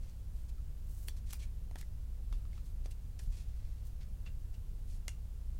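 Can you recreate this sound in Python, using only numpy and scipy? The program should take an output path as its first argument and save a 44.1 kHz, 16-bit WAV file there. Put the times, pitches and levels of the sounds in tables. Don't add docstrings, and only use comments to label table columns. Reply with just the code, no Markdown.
import sys
import numpy as np
from scipy import signal
from scipy.fft import rfft, irfft
from scipy.io import wavfile

SR = 44100
rng = np.random.default_rng(int(sys.argv[2]) if len(sys.argv) > 2 else 0)


def wav_out(sig):
    wavfile.write(sys.argv[1], SR, np.round(np.clip(np.atleast_2d(sig).T, -1, 1) * 32767).astype(np.int16))


N = 246871
TIME_S = np.arange(N) / SR

# time in seconds, relative hiss level in dB.
SLIDE_LEVELS = [(0.82, -87), (0.838, -77), (0.902, -68.5), (1.07, -65.5), (1.075, -57)]
# multiple of the ring pitch, T60 in seconds, level in dB.
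SLEEVE_MODES = [(1, .023, 2), (1.25, .012, -6), (1.68, .012, -14), (2.42, .01, -10)]
# release time in seconds, level in dB, hold in seconds,
# treble edge in Hz, ring pitch at release in Hz.
EDGE_SNAPS = [(1.0847, -49, .0016, 12900, 4550), (1.307, -60, 0.0007, 12000, 8100),
              (1.3332, -49, 0.0047, 14800, 9760), (1.7576, -70, 0.00027, 18000, 4740),
              (1.8133, -57.5, .003, 13900, 2290), (2.327, -65.5, 0.00097, 7400, 3680),
              (2.861, -67.5, 0.0017, 8500, 6350), (5.0814, -45.5, 0.00073, 9000, 2840)]
# start in seconds, length in seconds, level in dB,
# hiss centre in Hz.
RUB_STROKES = [(0, 0.17, -73, 3800), (0.326, 0.14, -73.5, 6200), (0.483, 0.024, -65.5, 5170),
               (1.163, 0.031, -64, 4500), (1.255, 0.12, -63, 4270), (1.318, 0.065, -62, 9000),
               (1.382, 0.087, -62.5, 4100), (1.771, 0.059, -60, 4850), (2.303, 0.11, -73, 3500),
               (2.508, 0.12, -71.5, 3220), (2.631, 0.092, -72.5, 5470), (2.835, 0.039, -68.5, 3600),
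               (2.904, 0.027, -63, 5200), (3.186, 0.023, -61, 4060), (3.195, .09, -65.5, 6000),
               (3.291, 0.18, -65, 4100), (3.351, 0.65, -76, 2950), (3.847, .044, -66, 7600),
               (3.999, 0.058, -67, 2960), (4.25, 0.046, -63, 2200), (4.53, .032, -69, 3900),
               (4.87, 0.12, -67, 5200)]
# start in seconds, length in seconds,
# level in dB, pitch in Hz.
EDGE_SQUEAKS = [(1.3, .09, -70, 2400), (1.395, 0.067, -64, 2323), (2.905, 0.023, -67.5, 2770),
                (4.256, 0.04, -61, 2780), (4.538, .024, -71, 2810)]
# start in seconds, level in dB, knock pitch in Hz.
TOUCHES = [(.583, -74, 1300), (1.712, -62.5, 700), (1.7575, -55, 774), (1.7584, -57.5, 1800),
           (1.828, -66, 2010), (2.327, -59.5, 1160), (2.453, -68, 1240), (2.531, -69, 2140),
           (2.579, -66, 1240), (2.8589, -58.5, 576), (3.197, -63, 1870)]
# start in seconds, level in dB, pitch in Hz, swell time in seconds.
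TABLE_BUMPS = [(2.259, -30, 37.6, 0.056), (2.325, -59, 240, 0.016), (3.26, -28.5, 36.1, 0.028),
               (3.272, -39, 104, 0.0082)]
# frequency in Hz, level in dB.
HUM_LINES = [(29.48, -44.5), (45.8, -52), (58.29, -47), (96.77, -58), (120, -70.5), (137.4, -66.5)]
# frequency in Hz, level in dB.
WHINE_LINES = [(2782, -97), (3000, -95.5), (4720, -98), (4910, -100), (7000, -96), (7504, -96.5),
               (8282, -103), (9170, -96.5)]
# frequency in Hz, density in dB per Hz.
NOISE_SPECTRUM = [(8, -58), (25, -64), (50, -67), (68, -68), (86, -67), (112, -80), (160, -81),
                  (290, -95.5), (400, -99), (470, -97.5), (570, -101), (1000, -107), (2000, -112),
                  (15000, -114.5)]


def card_slide(gain_db=1, stop_s=0.04):
    out = np.zeros(N)
    times_s, levels_db = np.transpose(SLIDE_LEVELS)
    t = times_s[0] + TIME_S[:SR]
    stopping = np.interp(t - times_s[-1], [0, stop_s], [1, 0])
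    speed = undb(np.interp(t, times_s, levels_db) + gain_db) * stopping
    add(out, times_s[0], speed * friction(centre_hz=12000, ring_db=-21, body_db=-20))
    return out


def friction(centre_hz, ring_db, body_db, judder_db=2.5, spread_ratio=2.12):
    push = slips()
    hiss = unit(band(push, centre_hz / spread_ratio, centre_hz * spread_ratio))
    ring = undb(ring_db) * unit(sleeve_ring(push, pitch_hz=2800))
    body = undb(body_db) * unit(band(rng.standard_normal(SR), 370, 1900))
    judder = undb(judder_db * walk(TIME_S[:SR], rate_hz=120))
    return judder * (hiss + ring + body)


def slips(rate_hz=14000, grain_db=2.5):
    caught = rng.random(SR) < rate_hz / SR
    return caught * rng.standard_normal(SR) * undb(grain_db * np.minimum(rng.exponential(size=SR), 4))


def sleeve_ring(push, pitch_hz):
    t = TIME_S[:SR // 10]
    ring = sum(undb(db) * mode(t, pitch_hz * ratio, t60_s) for ratio, t60_s, db in SLEEVE_MODES)
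    return signal.fftconvolve(push, ring)[:len(push)]


def sleeve_snaps(catch_scrape_s=0.0034, release_scrape_s=0.00083, body_db=-11.5):
    out, t = np.zeros(N), TIME_S[:SR // 10]
    for release_s, db, held_s, edge_hz, ring_hz in EDGE_SNAPS:
        ring_db = -6.5 - 6.5 * np.log2(edge_hz / 11500)
        catch = (release_s - held_s, db - 2.5, catch_scrape_s, ring_hz * 0.76)
        release = (release_s, db, release_scrape_s, ring_hz)
        for start_s, click_db, scrape_s, pitch_hz in (catch, release):
            push = contact(t, scrape_s, scrape_db=18)
            crack = blow(band(push, 1700, edge_hz))
            body = undb(body_db) * blow(band(contact(t, scrape_s, scrape_db=24), 220, 1450))
            ring = undb(ring_db) * blow(sleeve_ring(push, pitch_hz))
            add(out, start_s, undb(click_db) * (crack + body + ring))
    return out


def contact(t, scrape_s, scrape_db):
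    scrape = rng.standard_normal(len(t)) * np.exp(-t / scrape_s)
    return blow(signal.unit_impulse(len(t))) + undb(scrape_db) * blow(scrape)


def rubs():
    out = np.zeros(N)
    for start_s, length_s, db, centre_hz in RUB_STROKES:
        hiss = friction(centre_hz, ring_db=-17, body_db=-16)
        add(out, start_s, undb(db) * stroke_speed(length_s) * hiss)
    return out


def stroke_speed(length_s, rise_share=0.33):
    return np.sin(np.pi / 2 * np.interp(TIME_S[:SR] / length_s, [0, rise_share, 1], [0, 1, 0]))


def squeaks():
    out = np.zeros(N)
    for start_s, length_s, db, pitch_hz in EDGE_SQUEAKS:
        add(out, start_s, undb(db) * stroke_speed(length_s) * unit(sleeve_ring(slips(), pitch_hz)))
    return out


def taps(tick_db=-2, t60_halving_db=7):
    out, t = np.zeros(N), TIME_S[:SR // 10]
    for start_s, db, knock_hz in TOUCHES:
        t60_s = 0.011 * 2 ** ((-61 - db) / t60_halving_db)
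        knock = blow(mode(t, knock_hz, t60_s))
        tick = blow(band(contact(t, scrape_s=0.002, scrape_db=1), 870, 4000, order=1))
        thud = blow(mode(t, hz=245, t60_s=0.0033))
        add(out, start_s, undb(db) * (knock + undb(tick_db) * tick + thud))
    return out


def table_bumps():
    out, t = np.zeros(N), TIME_S[:SR // 2]
    for start_s, db, hz, swell_s in TABLE_BUMPS:
        sway = (t / swell_s) ** 2 * np.exp(2 - 2 * t / swell_s)
        add(out, start_s, undb(db) * sway * np.sin(2 * np.pi * hz * t))
    return out


def room(x, echo_s=0.00976, echo_db=-14.5, tail_t60_s=0.19, tail_db=-12.5):
    t = TIME_S[:SR // 2]
    tail_envelope = (1 - np.exp(-t / 0.0016)) * np.exp(-np.log(1000) * t / tail_t60_s)
    echo_envelope = np.exp(-((t - echo_s) / 0.0014) ** 2)
    tail = band(rng.standard_normal(len(t)), 150, 10000, order=1) * tail_envelope
    echo = band(rng.standard_normal(len(t)), 370, 10000, order=1) * echo_envelope
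    response = undb(tail_db) * tail / np.linalg.norm(tail) + undb(echo_db) * echo / np.linalg.norm(echo)
    return signal.fftconvolve(x, response)[:N]


def fans(waver_db=2.15, drift_rad=0.09):
    knots_hz, density_db = np.transpose(NOISE_SPECTRUM)
    bins_hz = np.fft.rfftfreq(N, 1 / SR)
    colour_db = np.interp(np.log(bins_hz + 1e-9), np.log(knots_hz), density_db)
    colour = undb(colour_db) * (bins_hz > knots_hz[0])
    out = irfft(rfft(rng.standard_normal(N)) * colour, N) * np.sqrt(SR / 2)
    for hz, db in HUM_LINES + WHINE_LINES:
        phase_rad = 2 * np.pi * (hz * TIME_S + rng.random()) + drift_rad * walk(TIME_S, rate_hz=2.4)
        out += np.sqrt(2) * undb(db + waver_db * walk(TIME_S, rate_hz=2.85)) * np.sin(phase_rad)
    return out


def mode(t, hz, t60_s):
    return np.sin(2 * np.pi * hz * t) * np.exp(-np.log(1000) * t / t60_s)


def walk(t, rate_hz):
    knots = rng.standard_normal(int(t[-1] * rate_hz) + 2)
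    return np.interp(t * rate_hz, np.arange(len(knots)), knots)


def band(x, low_hz, high_hz, order=2):
    high_hz = min(high_hz, SR * 0.45)
    low_hz = min(low_hz, high_hz - 100)
    return signal.sosfilt(signal.butter(order, [low_hz, high_hz], "band", fs=SR, output="sos"), x)


def undb(db):
    return 10 ** (np.asarray(db) / 20)


def unit(x):
    return x / np.sqrt(np.mean(x ** 2))


def blow(x):
    return x / np.sqrt(np.sum(x ** 2) / (SR / 100))


def add(track, start_s, x):
    i = max(int(start_s * SR), 0)
    track[i:i + len(x)] += x[:max(N - i, 0)]


def scene():
    sliding = rubs() + card_slide() + squeaks()
    reflections = room(sliding)
    for _ in range(2):
        reflections += room(sleeve_snaps() + taps()) / np.sqrt(2)
    return (sleeve_snaps() + taps() + sliding + reflections + table_bumps() + fans())[None]


def record(dry, cutoff_hz=15900):
    return signal.sosfilt(signal.ellip(10, 0.1, 70, cutoff_hz, fs=SR, output="sos"), dry)


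dry = scene()
out = record(dry)
wav_out(out)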